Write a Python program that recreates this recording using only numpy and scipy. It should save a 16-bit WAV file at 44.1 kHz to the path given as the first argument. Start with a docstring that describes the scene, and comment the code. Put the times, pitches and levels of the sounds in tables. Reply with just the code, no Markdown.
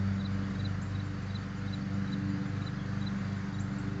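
"""A garden, with two engines running far off, probably mowers. Their hums beat slowly against each
other over a wash of distant traffic. Each hum is a stack of tones at multiples of the firing rate.
A small bird nearby repeats a soft two-note peep and another gives three thin rising calls, all pure
tones that slide in pitch. A faint high chirp, probably an insect, pulses steadily. Walls and plants
add a short echo to these small voices, while far birds twitter, blurred by distance."""
import sys
import numpy as np
from scipy import signal
from scipy.fft import rfft, irfft
from scipy.io import wavfile
from scipy.ndimage import uniform_filter1d

SR = 44100
rng = np.random.default_rng(int(sys.argv[2]) if len(sys.argv) > 2 else 0)


def bounce(signal):
    """Save signal as a 16-bit WAV file at the path given by the first command-line argument."""
    frames = np.transpose(np.atleast_2d(signal))
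    limited = np.clip(frames, -1, 1)
    pcm = np.round(limited * 32767).astype(np.int16)
    wavfile.write(sys.argv[1], SR, pcm)


N = 176400

# how often the deep engine fires: t/s, f/Hz
DEEP_FIRING_RATE = [(0.0, 25.9), (0.05, 25.39), (0.67, 25.1), (2.51, 25.25), (2.82, 25.28), (3.4, 25.29),
                    (4.0, 25.4)]
# the tones of the deep engine: multiple of the firing rate, level/dB
DEEP_TONES = [(2, -52), (3, -63), (4, -46), (5, -44), (6, -47), (7, -47), (8, -53.5), (10, -62.5),
              (11, -60.5), (13, -69.5), (14, -72.5), (15, -73.5), (16, -74.5), (20, -65.5)]
# it grows brighter as it moves: t/s, gain of the lowest two tones/dB, gain of the rest/dB
DEEP_GAINS = [(0, -1, -4), (.7, 3.5, 1.5), (1.4, 0, -3), (2.1, -1, 2), (2.7, -1, 2.5), (3.3, -0.5, -.5),
              (4, 2, 1.5)]
# how often the high engine fires: t/s, f/Hz
HIGH_FIRING_RATE = [(0, 97.6), (.7, 97.3), (1.2, 97.7), (2.5, 97.6), (2.8, 98.6), (3.05, 98.7),
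                    (3.35, 97.7), (3.7, 97.7), (4, 98.4)]
# its strong tones swell and fade: t/s, level/dB for each of tones 1, 2 and 3
HIGH_STRONG_LEVELS = [(0, -34, -33, -56.5), (.45, -38, -38.5, -49), (.72, -37.5, -42, -54.5),
                      (1.1, -38.5, -46.5, -46), (1.3, -40.5, -43.5, -64), (1.65, -43, -40.5, -49.5),
                      (2, -41, -37, -47), (2.35, -43.5, -36, -42), (2.7, -41.5, -46.5, -50),
                      (3.05, -44, -37.5, -50.5), (3.3, -41, -38.5, -59), (3.55, -43.5, -42, -49),
                      (3.8, -46.5, -40, -43.5), (4, -56, -43, -45)]
# its weak tones rise and fall: t/s, level/dB for each of tones 4, 5 and 6, gain of the top tones/dB
HIGH_WEAK_LEVELS = [(0, -58, -60.5, -57, 2), (.45, -66.5, -59, -65, 2), (1.1, -62.5, -65.5, -68, -1.5),
                    (1.6, -64, -57, -67, 1), (2.5, -63, -59, -67, 1), (2.9, -62.5, -61, -69, 0.5),
                    (3.3, -59, -67.5, -69, 3.5), (3.75, -62, -62.5, -70, 3), (4, -46, -63, -67, 3.5)]
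# its top tones: multiple of the firing rate, level/dB
HIGH_TOP_TONES = [(7, -67), (8, -67.5), (9, -69.5), (10, -72.5), (11, -68), (12, -69.5), (13, -69),
                  (14, -68), (15, -73.5), (16, -74), (17, -69.5), (19, -68.5), (21, -71)]
# the near bird's notes: loudest moment t/s, peak level/dB, top pitch f/Hz, length/s
PEEP_NOTES = [(0.209, -48, 3930, 0.037), (.259, -42.5, 4020, 0.032), (.555, -54, 3800, .012),
              (.604, -46, 3960, .031), (.658, -39.5, 4040, 0.029), (0.958, -48.5, 3900, 0.028),
              (1.003, -46.5, 3940, 0.015), (1.308, -50, 3890, .022), (1.360, -41.5, 4040, 0.033),
              (1.685, -49, 3850, .019), (1.740, -40, 4030, 0.026), (2.081, -50.5, 3880, .02),
              (2.134, -42.5, 4000, 0.031), (2.627, -49.5, 3880, 0.021), (2.676, -42.5, 4030, 0.032),
              (3.026, -47.5, 3930, .028), (3.075, -39.5, 4030, 0.027), (3.549, -49.5, 3840, 0.022),
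              (3.59, -46.5, 3950, 0.012)]
# the second bird's calls: start t/s, length/s, level/dB, starting pitch f/Hz
RISING_CALLS = [(0.814, 0.024, -54.5, 5480), (3.594, 0.027, -51.5, 5140), (3.784, 0.012, -54, 6900)]
# the pulses of the high chirp: middle t/s, top pitch f/Hz, level/dB
CHIRP_PULSES = [(0.156, 7000, -69), (0.331, 7210, -68.5), (.511, 7230, -70), (.698, 7200, -68),
                (.878, 7230, -67), (1.06, 7230, -67), (1.234, 7260, -68), (1.406, 7100, -69),
                (1.58, 7140, -66), (1.757, 7220, -66.5), (1.952, 7040, -67), (2.124, 7120, -67),
                (2.3, 7100, -65.5), (2.48, 7210, -67), (2.66, 7130, -67), (2.838, 7220, -72),
                (3.016, 7230, -68.5), (3.191, 7100, -65), (3.374, 7200, -67), (3.553, 7130, -66.5),
                (3.732, 7230, -65), (3.913, 7220, -77)]
# the far birds' notes: middle t/s, f/Hz, level/dB
FAR_NOTES = [(.08, 4530, -64), (.35, 4780, -68), (.44, 3380, -65), (0.621, 4550, -63), (.9, 4680, -74),
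             (1.3, 4680, -66.5), (1.418, 4530, -63.5), (1.82, 4500, -63), (1.918, 4550, -66),
             (2.239, 4600, -66), (2.32, 4640, -62), (2.74, 4930, -64), (2.81, 3340, -61),
             (2.899, 4540, -64), (3.26, 4660, -68), (3.51, 4750, -62)]
# the tone colour of traffic and leaves: f/Hz, relative level/dB
WASH_SPECTRUM = [(20, -23.5), (36, -21), (55, -5.5), (90, 1.5), (170, 3), (265, 4), (340, -5.5),
                 (440, -6.5), (880, -11.5), (1150, -6.5), (1450, -3.5), (1900, -7.5), (2400, -14.5),
                 (3200, -19), (4700, -18), (5200, -23), (6600, -24.5), (7400, -31), (7900, -41),
                 (8400, -45.5)]
# small changes in the treble of that wash: t/s, gain/dB
WASH_TREBLE_GAIN = [(0, 0), (.8, -.4), (1.5, 0.7), (2.7, -0.5), (3.3, 0.1), (4, -1)]


def deep_engine(firings):
    """A slow throbbing exhaust: its tones swing nearly in step, one soft puff per firing."""
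    low_db, rest_db = curve(DEEP_GAINS, 1), curve(DEEP_GAINS, 2)
    smear = 0.089 * rng.standard_normal(len(DEEP_TONES))  # reflections pull the tones out of step
    out = np.zeros(N)
    for i, (multiple, db) in enumerate(DEEP_TONES):
        gain_db = low_db if i < 2 else rest_db
        out += engine_tone(multiple * firings + smear[i], db + gain_db, waver_db=1.22)
    return out


def high_engine():
    """A faster engine: three strong tones and a row of faint, unsteady overtones."""
    firings = cycles(curve(HIGH_FIRING_RATE))
    out = np.zeros(N)
    for k in (1, 2, 3):
        out += engine_tone(k * firings + rng.random(), curve(HIGH_STRONG_LEVELS, k), waver_db=1.2)
    for k in (4, 5, 6):
        out += engine_tone(k * firings + rng.random(), curve(HIGH_WEAK_LEVELS, k - 3), waver_db=2)
    brightness_db = curve(HIGH_WEAK_LEVELS, 4)
    for k, db in HIGH_TOP_TONES:
        out += engine_tone(k * firings + rng.random(), db + brightness_db, waver_db=2)
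    return out


def engine_tone(turns, db, waver_db):
    """One engine tone, whose loudness and timing waver on the way through the air."""
    phase = 2 * np.pi * turns + 0.065 * waver_db * drift(hz=5)
    loudness = amp(db + waver_db * drift(hz=5))
    return np.sqrt(2) * loudness * np.sin(phase)


def peeping_bird():
    """Pure notes that swell, arch over in pitch and stop quickly on the way down."""
    loudest_at, highest_at = 0.66, 0.58  # shares of a note's length
    out = np.zeros(N)
    for start, db, top_hz, length in PEEP_NOTES:
        start -= loudest_at * length  # the table gives the loudest moment
        t = np.arange(0, length, 1 / SR)
        progress = t / length
        arch = ((t - highest_at * length) / 0.0095) ** 2
        bend_hz = 170 * amp(0.57 * (db + 43.5))  # softer peeps arch less
        lean = 1 + 0.42 * (2 * progress - 1)  # the fall is steeper than the rise
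        hz = top_hz - bend_hz * arch * lean
        fade_in = np.sin(np.pi / 2 * progress / loudest_at) ** 2
        fade_out = np.sqrt(abs(np.cos(np.pi / 2 * (progress - loudest_at) / (1 - loudest_at))))
        swell = np.where(progress < loudest_at, fade_in, fade_out)
        add(out, start, amp(db) * swell * whistle(hz))
    return garden_echo(out, echo_db=-21.5)


def calling_bird():
    """Thin whistles that shoot upward and level off."""
    target_hz, glide_s, fade_in_s, fade_out_s = 8260, 0.0064, 0.002, 0.0071
    out = np.zeros(N)
    for start, length, db, start_hz in RISING_CALLS:
        t = np.arange(0, length, 1 / SR)
        hz = target_hz + (start_hz - target_hz) / (1 + t / glide_s)
        swell = np.minimum(t / fade_in_s, 1) * np.minimum((length - t) / fade_out_s, 1)
        add(out, start, amp(db) * swell * whistle(hz))
    return garden_echo(out, echo_db=-4.5)


def pulsing_chirp():
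    """Probably an insect: faint, slightly rough chirps that arch in pitch, at an almost even pace."""
    length_s, arch_hz = 0.067, 716
    t = np.arange(0, length_s, 1 / SR)
    position = 2 * t / length_s - 1  # -1 at the start of a pulse, +1 at its end
    swell = np.cos(np.pi / 2 * position)
    jitter_hz = 58.5 * drift(hz=300)
    out = np.zeros(N)
    for middle, top_hz, db in CHIRP_PULSES:
        rough_hz = np.roll(jitter_hz, -round(middle * SR))[:len(t)]
        hz = top_hz - arch_hz * position ** 2 + rough_hz
        add(out, middle - length_s / 2, amp(db) * swell * whistle(hz))
    return garden_echo(out, echo_db=-4)


def far_birds():
    """Bird notes that distance smears into soft puffs of noise, each around one pitch."""
    spread_s, spread_hz = 0.022, 140
    t = np.arange(-SR // 8, SR // 8) / SR
    f = np.fft.rfftfreq(len(t), 1 / SR)
    swell = np.exp(-0.5 * (t / spread_s) ** 2)
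    out = np.zeros(N)
    for middle, hz, db in FAR_NOTES:
        band = np.exp(-0.5 * ((f - hz) / spread_hz) ** 2)
        blur = unit(irfft(rfft(rng.standard_normal(len(t))) * band, len(t)))
        note = amp(db) * blur * swell
        add(out, middle + t[0], note[middle + t >= 0])
    return out


def traffic_wash(firings):
    """Distant traffic, machines and leaves: noise that throbs slightly with the deep engine."""
    noise = patchy_noise(WASH_SPECTRUM, patch_db=1.25)
    treble = signal.sosfiltfilt(signal.butter(2, 2000, "high", fs=SR, output="sos"), noise)
    noise += (amp(curve(WASH_TREBLE_GAIN)) - 1) * treble
    level_db = -46 + 0.55 * drift(hz=2)
    throb = 1 + 0.056 * np.cos(2 * np.pi * firings)
    return noise * amp(level_db) * throb


def patchy_noise(spectrum, patch_db, size=2048):
    """Noise with a given tone colour and drifting louder and softer patches."""
    hz = np.fft.rfftfreq(size, 1 / SR)
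    table_hz, table_db = np.transpose(spectrum)
    colour = amp(np.interp(np.log(hz + 1), np.log(table_hz), table_db))
    hop = size // 4
    real, imaginary, patches = rng.standard_normal((3, N // hop + 5, len(hz)))
    patches = uniform_filter1d(patches, 9, axis=0)  # smooth over time
    patches = unit(uniform_filter1d(patches, 9, axis=1))  # and over pitch
    slices = (real + 1j * imaginary) * colour * amp(patch_db * patches)
    _, noise = signal.istft(slices.T, nperseg=size, noverlap=size - hop)
    return unit(noise[:N])


def garden_echo(sound, echo_db):
    """Adds a short scatter of echoes from walls and plants."""
    delay_s, die_away_s = 0.006, 0.23
    t = np.arange(SR // 2) / SR
    tail = rng.standard_normal(len(t)) * amp(-60 * t / die_away_s) * (t > delay_s)
    return sound + amp(echo_db) * signal.fftconvolve(sound, tail / np.linalg.norm(tail))[:N]


def drift(hz, size=8192):
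    """Smooth random wandering, up to about the given rate."""
    f = np.arange(size // 2 + 1) * SR / N
    keep_slow = (f > 0) / (1 + (f / hz) ** 2)
    slow = irfft(rfft(rng.standard_normal(size)) * keep_slow, size)
    return unit(np.interp(np.linspace(0, size - 1, N), np.arange(size), slow))


def whistle(hz):
    """A pure tone that follows a changing pitch."""
    return np.sin(2 * np.pi * cycles(hz))


def cycles(hz):
    """Counts the cycles gone by at a changing rate."""
    return np.cumsum(hz) / SR


def amp(db):
    """Turns decibels into a gain."""
    return 10 ** (np.asarray(db) / 20)


def unit(x):
    """Scales a signal to an average strength (rms) of one."""
    return x / np.sqrt(np.mean(x ** 2) + 1e-20)


def curve(rows, column=1):
    """Joins the points in one column of a time table with straight lines."""
    rows = np.array(rows)
    return np.interp(np.arange(N) / SR, rows[:, 0], rows[:, column])


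def add(mix, start, sound):
    """Mixes a sound in at a start time in seconds."""
    part = mix[max(round(start * SR), 0):][:len(sound)]
    part += sound[:len(part)]


def scene():
    """Engines and traffic far off, small voices of the garden close by, in one channel."""
    firings = cycles(curve(DEEP_FIRING_RATE))
    far = deep_engine(firings) + high_engine() + traffic_wash(firings) + far_birds()
    near = peeping_bird() + calling_bird() + pulsing_chirp()
    return (far + near)[None]


def record(dry):
    """Cuts away the highest treble."""
    cutoff_hz = 8300
    low_pass = signal.firwin(361, cutoff_hz, window=("kaiser", 8), fs=SR)
    return signal.oaconvolve(dry, low_pass[None], "same")


dry = scene()
out = record(dry)
bounce(out)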